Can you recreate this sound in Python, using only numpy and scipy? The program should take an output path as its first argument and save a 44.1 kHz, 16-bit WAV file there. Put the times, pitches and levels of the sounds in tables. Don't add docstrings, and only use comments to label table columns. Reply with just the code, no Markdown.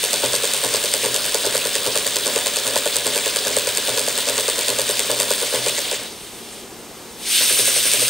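import sys
import numpy as np
from scipy import signal
from scipy.fft import rfft, irfft, next_fast_len
from scipy.io import wavfile
from scipy.ndimage import uniform_filter1d

SR = 44100
rng = np.random.default_rng(int(sys.argv[2]) if len(sys.argv) > 2 else 0)


def output_pcm(signal):
    pcm = np.clip(np.atleast_2d(signal).T, -1, 1) * 32767
    wavfile.write(sys.argv[1], SR, np.round(pcm).astype(np.int16))


def linear_from_db(decibels):
    return 10 ** (np.asarray(decibels, float) / 20)


N = 356769
SIZE = next_fast_len(N)

# (f/Hz, level/dB)
SHOP_SPECTRUM = [(15, -45), (25, -20), (53, -15), (86, -15.5), (122, -23), (156, -12.5), (227, -10.5),
                 (260, -10), (399, -6.5), (631, -15), (684, -12.5), (1380, -19.5), (1490, -20.5),
                 (8580, -23.5), (15500, -29.5)]
# (f/Hz, wander/Hz, level/dB)
HUMS = [(231, 1.19, -51), (116.3, 0.84, -57), (54.5, 3.8, -68)]
# (f/Hz, correlation)
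LIKENESS = [(60, 0.71), (110, 0.42), (200, 0.88), (380, 0.97), (700, 0.92), (1290, 0.82), (2380, 0.99),
            (4400, 0.86), (8120, 1), (15000, 0.88)]
# (t/s, turns)
RUNNING = [(.0316, 0), (.2322, 2), (.7403, 7), (.939, 9), (1.1442, 11), (1.4457, 14), (1.6528, 16),
           (2.0583, 20), (2.461, 24), (2.8579, 28), (3.0585, 30), (3.462, 34), (3.672, 36), (4.6835, 46),
           (4.8921, 48), (5.0962, 50), (5.3062, 52)]
SLOWING_S = [
    5.415,
    5.5362,
    5.663,
    5.7791,
    5.9144,
    6.07,
]
RESTART_S = [
    7.405,
    7.503,
    7.589,
    7.676,
    7.7611,
    7.849,
    7.936,
    8.0136,
    8.101,
]
# (t/s, level/dB)
SUPPLY = [(0, 1), (1.5, 0), (2.97, -2.7), (3.9, -0.8), (5.5, 0.6), (5.65, 2), (5.98, -6), (6.13, -13.5),
          (6.3, -14), (6.6, -13), (6.66, -20.5), (7.15, -17), (7.23, -7), (7.32, 10), (7.46, 11.5),
          (7.64, 10), (7.85, 9.5), (8.09, 8.5)]
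# (f/Hz, level/dB per Hz)
LEAK_SPECTRUM = [(710, -36), (1200, -17), (1560, -9.5), (1850, -29), (1980, -5.5), (2130, -7), (2920, -1.5),
                 (4260, -2.5), (6440, -3), (7410, -8), (8630, 3.5), (9610, 0), (10400, -2.5),
                 (15200, -10.5), (16000, -18.5)]
# (f/Hz, level/dB per Hz)
EXHAUST_SPECTRUM = [(1120, -22), (1900, -1), (3550, 3), (4280, 1.5), (4760, 3), (5590, -4), (8570, -0.5),
                    (10700, -24.5), (14200, -34), (15200, -6), (16000, -0.5)]
# (f/Hz, level/dB per Hz)
WHIRR_SPECTRUM = [(440, -12), (750, 4.5), (817, -14.5), (955, 2.5), (1300, 0), (1740, 4), (2100, -13.5),
                  (2730, -24), (4620, -120)]
TOOTH_AT = [0, .088, .183, .279, .392, .5, .62, .69, .776, .892]
# (level/dB of teeth 0, 1, 2, 3, 8)
WHEEL_CLICKS = [(-8, -6, -8, -14, -13.5), (-4.5, -7, -23, -11.5, -15), (-11, -7.5, -7.5, -14, -15.5),
                (-5.5, -9, -6.5, -8.5, -16)]
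LIGHT_CLICKS = {4: -15, 5: -16, 6: -19, 7: -19, 9: -15}
# (level/dB of teeth 0, 1, 2, 3)
HEAVY_KNOCKS = [(-14.5, -20.5, -24, -28), (-17.5, -17.5, -27, -26.5), (-14.5, -15.5, -16.5, -20),
                (-10, -19, -24.5, -21.5)]
LIGHT_KNOCKS = [(-31, -29, -31, -33, -32, -32), (-30, -27, -30, -33, -34, -25),
                (-22, -26, -27, -27, -31, -25), (-28, -26, -28, -32, -30, -32)]
# (level/dB of teeth 0, 1, 2, 3, 8)
LOADED_CLICKS = [(-19, -13, -15, -14, -9)]
# (level/dB of teeth 0, 1, 2, 3)
LOADED_KNOCKS = [(-18.5, -20, -27.5, -29)]
# (t/s, click change/dB, knock change/dB)
ODD_CONTACTS = [(.110, 3.5, -6), (.260, 5, 1), (.464, 3, -4), (.639, 5.5, 3), (.839, 2, 0.5),
                (.939, 2, 5.5), (1.245, -4, -6), (1.446, -12, 2.5), (1.558, 0, -11), (1.662, -5, 2),
                (1.762, -4, -2), (2.058, -13, -5), (2.360, 1.5, -1), (2.369, -2, 4), (2.867, -5, 3),
                (2.967, 2, -1.5), (3.160, 0.5, -1.5), (3.270, -1, 6), (3.480, 4, -7), (3.681, -8, -6),
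                (3.261, 3.5, 0), (4.154, 2, 3), (4.582, -5, 2), (4.684, 5, 1), (5.096, -5, 3.5),
                (5.335, 6.5, -6), (5.415, -2, 2), (7.527, 7, 5), (7.589, 7, 2), (7.936, 12, 1.5)]
# (t/s, change/dB)
KNOCK_ACCENTS = [(.232, 3.5), (.241, 4), (1.041, 2.5), (1.144, -2.5), (1.346, 5), (1.855, -0.5),
                 (1.864, 1.5), (2.157, 3), (2.678, -1), (2.759, 3.5), (2.858, 4), (3.261, 0.5), (3.362, 1),
                 (3.462, 1.5), (3.773, 0), (3.874, -4), (4.277, 0.5), (4.379, 1.5), (4.480, 2), (4.994, 0),
                 (5.201, -2), (5.306, 2.5), (5.424, 4), (5.536, 3), (5.663, -2), (5.779, -5), (5.913, 0),
                 (5.524, 5), (7.676, 2), (8.021, 3.5)]
# (f/Hz, level/dB, t60/s)
TOOTH_MODES = [(1680, -17, 0.012), (2617, -8.5, 0.005), (3550, -6, 0.005), (4700, -3.5, 0.005),
               (6370, -8.5, 0.0056), (7280, -0.5, 0.0034), (8306, -1.5, 0.0058), (9310, 0, 0.0027),
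               (11360, -6.5, 0.0048), (12900, -9, 0.0043)]
# (f/Hz, level/dB, t60/s)
FRAME_MODES = [(408.6, -2, 0.043), (496, 2, 0.021), (629, -2.5, 0.019), (581.7, -7, 0.081),
               (891, -12, 0.048), (990, -13.5, 0.046), (1070, -15, 0.059), (1167, -18, 0.046),
               (1464, -14, 0.056), (1689, -13, .06), (468.6, -10.5, 0.094), (538, -12, 0.068)]
# (f/Hz, level/dB, t60/s)
BENCH_MODES = [(124.6, -2.5, 0.61), (227, -4.5, 0.066), (272.5, 11, 0.054)]
BENCH_DB = [-10, -7, -2, -5.5]
# (f/Hz, level/dB)
LEAN = [(60, 1.5), (110, 1.5), (200, 1.5), (380, 1.5), (700, 0.5), (1290, 1.5), (2380, 0.5), (4400, 0.5),
        (8120, -0.5), (15000, 0.5)]
# (f/Hz, phase/rad)
LEAD = [(0, 0), (3010, -0.14), (4910, 0.27), (5770, 0.65), (8960, 0.2), (9390, -2), (9730, 1.4),
        (10100, 1.3), (11100, 1.84), (16500, 0.67)]


def at_hz(points, hz):
    f, value = np.array(points).T
    return np.interp(np.log(np.maximum(hz, 1)), np.log(f), value)


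def rms_one(x):
    return x / np.sqrt(np.mean(x ** 2) + 1e-20)


def drift(rate_hz):
    r = np.exp(-40 * np.pi * rate_hz / SR)
    slow = signal.lfilter([1], [1, -2 * r, r * r], rng.standard_normal(N // 20 + 2002))
    slow = slow[2000:]
    return np.interp(np.arange(N) / 20, np.arange(len(slow)), rms_one(slow))


def banded_noise(spectrum, patchy_db, flicker_hz):
    hz = np.arange(SIZE // 2 + 1) * SR / SIZE
    alike = np.clip(at_hz(LIKENESS, hz), 0, 1)
    shares = np.sqrt([1 + alike, 1 - alike]) * linear_from_db(at_hz(spectrum, hz))
    mid, side = rfft(rng.standard_normal((2, SIZE))) * shares
    pair = np.array([mid + side, mid - side])
    place = 2 * np.log2(np.maximum(hz, 20) / 20)
    together = drift(flicker_hz)
    out = 0
    for k in range(4):
        band = np.maximum(1 - np.abs((place - k + 2) % 4 - 2), 0)
        flicker = linear_from_db(patchy_db * (0.083 * together + drift(flicker_hz)))
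        out = out + flicker * irfft(pair * band, SIZE)[:, :N]
    return rms_one(out)


def workshop():
    return linear_from_db(-39) * banded_noise(SHOP_SPECTRUM, patchy_db=0.45, flicker_hz=30)


def steady_hums():
    out = np.zeros(N)
    for hz, wander_hz, db in HUMS:
        phase = 2 * np.pi * np.cumsum(hz + wander_hz * drift(2.94)) / SR
        out += linear_from_db(db) * np.sin(phase)
    return out


def running_starts():
    s, turns = np.transpose(RUNNING)
    steady = np.interp(np.arange(turns[-1] + 1), turns, s)
    return np.concatenate([steady, SLOWING_S])


def crank_turns():
    start = np.concatenate([running_starts(), RESTART_S])
    return np.interp(np.arange(N) / SR, start, np.arange(len(start)), left=0)


def crank_speed():
    turns_per_s = uniform_filter1d(np.gradient(crank_turns()) * SR, size=2000)
    return np.log10(turns_per_s / 10 + .01)


def supply_db(t):
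    return np.interp(t, *np.transpose(SUPPLY))


def resonant_noise(hz, width_hz):
    r, w = np.exp(-np.pi * width_hz / SR), 2 * np.pi * hz / SR
    noise = rng.standard_normal(N)
    return rms_one(signal.lfilter([1, 0, -1], [1, -2 * r * np.cos(w), r * r], noise))


def valve_leak():
    t = np.arange(N) / SR
    crank = 2 * np.pi * crank_turns()
    turning = (t < SLOWING_S[-1]) | (t > RESTART_S[0])
    puff_db = -24 + 8 * np.cos(crank - .3)
    puff = turning * linear_from_db(puff_db) * resonant_noise(1645, width_hz=220)
    glint_s, glint_lasts_s = 2.9, 0.74
    swelling = np.exp(-((t - glint_s) / glint_lasts_s) ** 2)
    glint = linear_from_db(-9) * swelling * resonant_noise(9750, width_hz=400)
    jet = banded_noise(LEAK_SPECTRUM, patchy_db=1.65, flicker_hz=24.8)
    swell_db = 1.24 + 0.96 * np.cos(crank - .8)
    return linear_from_db(-30.5 + supply_db(t) + swell_db) * (jet + puff + glint)


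def exhaust():
    t = np.arange(N) / SR
    crank = 2 * np.pi * crank_turns()
    fill_lag_s = 0.025
    starved_below_db, starve_slope = -4.5, 1.9
    shortfall_db = np.minimum(supply_db(np.maximum(t - fill_lag_s, 0)) - starved_below_db, 0)
    breakaway_s, breakaway_width_s = 7.38, 0.045
    burst_db = 6.5 * np.exp(-((t - breakaway_s) / breakaway_width_s) ** 2)
    whine_hz = 15500
    top = signal.butter(2, [whine_hz - 400, whine_hz + 500], "band", fs=SR, output="sos")
    narrow = rms_one(signal.sosfilt(top, rng.standard_normal((2, N))))
    whine = linear_from_db(-11 + 36 * crank_speed()) * narrow
    port = linear_from_db(-4.5) * resonant_noise(3540, width_hz=850)
    jet = banded_noise(EXHAUST_SPECTRUM, patchy_db=3.5, flicker_hz=30.8)
    swell_db = -3.48 + 0.72 * np.cos(crank - .6)
    level_db = -23.5 + starve_slope * shortfall_db + burst_db + swell_db
    return linear_from_db(level_db) * (jet + whine + port)


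def whirr():
    loaded = np.arange(N) / SR > RESTART_S[0]
    level_db = -38.5 - 4 * loaded + 25 * crank_speed()
    return linear_from_db(level_db) * banded_noise(WHIRR_SPECTRUM, patchy_db=3.1, flicker_hz=30)


def teeth(start, clicks, knocks, slack_db):
    turn_s = np.diff(start)
    at_s = start[:-1, None] + np.outer(turn_s, TOOTH_AT)
    quarter = np.arange(len(at_s)) % 4
    speed_db = -70 * np.log10(np.maximum(turn_s / .105, 1))[:, None]
    click_db = np.zeros(at_s.shape)
    click_db[:, [0, 1, 2, 3, 8]] = np.array(clicks)[quarter % len(clicks)] + 0.47 * speed_db
    click_db[:, list(LIGHT_CLICKS)] = np.array(list(LIGHT_CLICKS.values())) + 1.1 * speed_db
    heavy_db = np.array(knocks)[quarter % len(knocks)]
    light_db = np.array(LIGHT_KNOCKS)[quarter] + slack_db + 0.19 * speed_db
    knock_db = np.hstack([heavy_db, light_db])
    click_db = click_db + 1.6 * rng.standard_normal(at_s.shape)
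    knock_db = knock_db + 1.2 * rng.standard_normal(at_s.shape)
    return at_s.ravel(), click_db.ravel(), knock_db.ravel(), np.repeat(quarter, 10)


def tooth_contacts():
    running = teeth(running_starts(), WHEEL_CLICKS, HEAVY_KNOCKS, slack_db=2.5)
    restart = teeth(np.array(RESTART_S), LOADED_CLICKS, LOADED_KNOCKS, slack_db=-1.5)
    at_s, click_db, knock_db, quarter = map(np.concatenate, zip(running, restart))
    odd_s, odd_click_db, odd_knock_db = np.transpose(ODD_CONTACTS)
    odd = np.abs(at_s - odd_s[:, None]).argmin(axis=1)
    click_db[odd] += odd_click_db
    knock_db[odd] += odd_knock_db
    accent_s, accent_db = np.transpose(KNOCK_ACCENTS)
    accented = np.abs(at_s - accent_s[:, None]).argmin(axis=1)
    knock_db[accented] += accent_db
    return at_s, click_db, knock_db, quarter


def hard(force):
    return force


def soft(force):
    return signal.lfilter(np.hanning(24) / 11, [1], force)


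def strike(at_s, db, modes, spread_db, scatter_s, contact):
    out = np.zeros(N)
    luck = rng.standard_normal((len(at_s), len(modes), 2))
    for k, (hz, mode_db, t60) in enumerate(modes):
        at = ((at_s + scatter_s * luck[:, k, 1]) * SR).astype(int)
        inside = (at > 0) & (at < N)
        blow = linear_from_db(db + mode_db + spread_db * luck[:, k, 0]) * (-1) ** k
        force = np.full(N, 1e-18)
        force[at[inside]] = blow[inside]
        r, w = linear_from_db(-60 / (t60 * SR)), 2 * np.pi * hz / SR
        out += signal.lfilter([0, np.sin(w)], [1, -2 * r * np.cos(w), r * r], contact(force))
    return out


def cut_low(x, hz):
    return signal.sosfilt(signal.butter(3, hz, "high", fs=SR, output="sos"), x)


def tooth_clicks(at_s, click_db):
    touch_s = np.concatenate([at_s - .0005, at_s + .0002, at_s + .0010])
    rebound_db = click_db + .6 * np.minimum(click_db + 10, 0)
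    touch_db = np.concatenate([click_db - 5, rebound_db - 11, rebound_db - 11])
    clicks = strike(touch_s, touch_db, TOOTH_MODES, spread_db=1.03, scatter_s=.0001, contact=hard)
    return cut_low(clicks, 1080)


def frame_knocks(at_s, knock_db):
    knocks = strike(at_s + .0016, knock_db - 4, FRAME_MODES, spread_db=2.66, scatter_s=.0001, contact=soft)
    cushion = signal.butter(2, 820, fs=SR, output="sos")
    dull = signal.sosfilt(cushion, knocks)
    knocks = np.where(np.arange(N) / SR > RESTART_S[0] - .1, dull, knocks)
    return cut_low(cut_low(knocks, 337), 330)


def bench_thumps(at_s, knock_db, quarter):
    thump_db = np.array(BENCH_DB)[quarter] + 0.61 * knock_db - 32.5
    thumps = strike(at_s + .00369, thump_db, BENCH_MODES, spread_db=0, scatter_s=.00082, contact=soft)
    return cut_low(thumps, 108)


def gears():
    at_s, click_db, knock_db, quarter = tooth_contacts()
    clicks = tooth_clicks(at_s, click_db)
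    knocks = frame_knocks(at_s, knock_db)
    return clicks + knocks + bench_thumps(at_s, knock_db, quarter)


def scene():
    background = workshop() + steady_hums()
    return background + valve_leak() + exhaust() + whirr() + gears()


def roll_off(x):
    return signal.sosfilt(signal.butter(12, 16910, fs=SR, output="sos"), x)


def record(dry):
    hz = np.arange(SIZE // 2 + 1) * SR / SIZE
    colour = linear_from_db(np.outer([.5, -.5], at_hz(LEAN, hz)))
    phase = np.exp(np.outer([.5j, -.5j], at_hz(LEAD, hz)))
    top_cut = linear_from_db(-np.clip((hz - 15720) / 3, 0, 70))
    limited = 1.134 * np.tanh(dry / 0.96)
    mix = irfft(rfft(limited, SIZE) * colour * phase * top_cut, SIZE)[:, :N]
    return roll_off(mix)


dry = scene()
out = record(dry)
output_pcm(out)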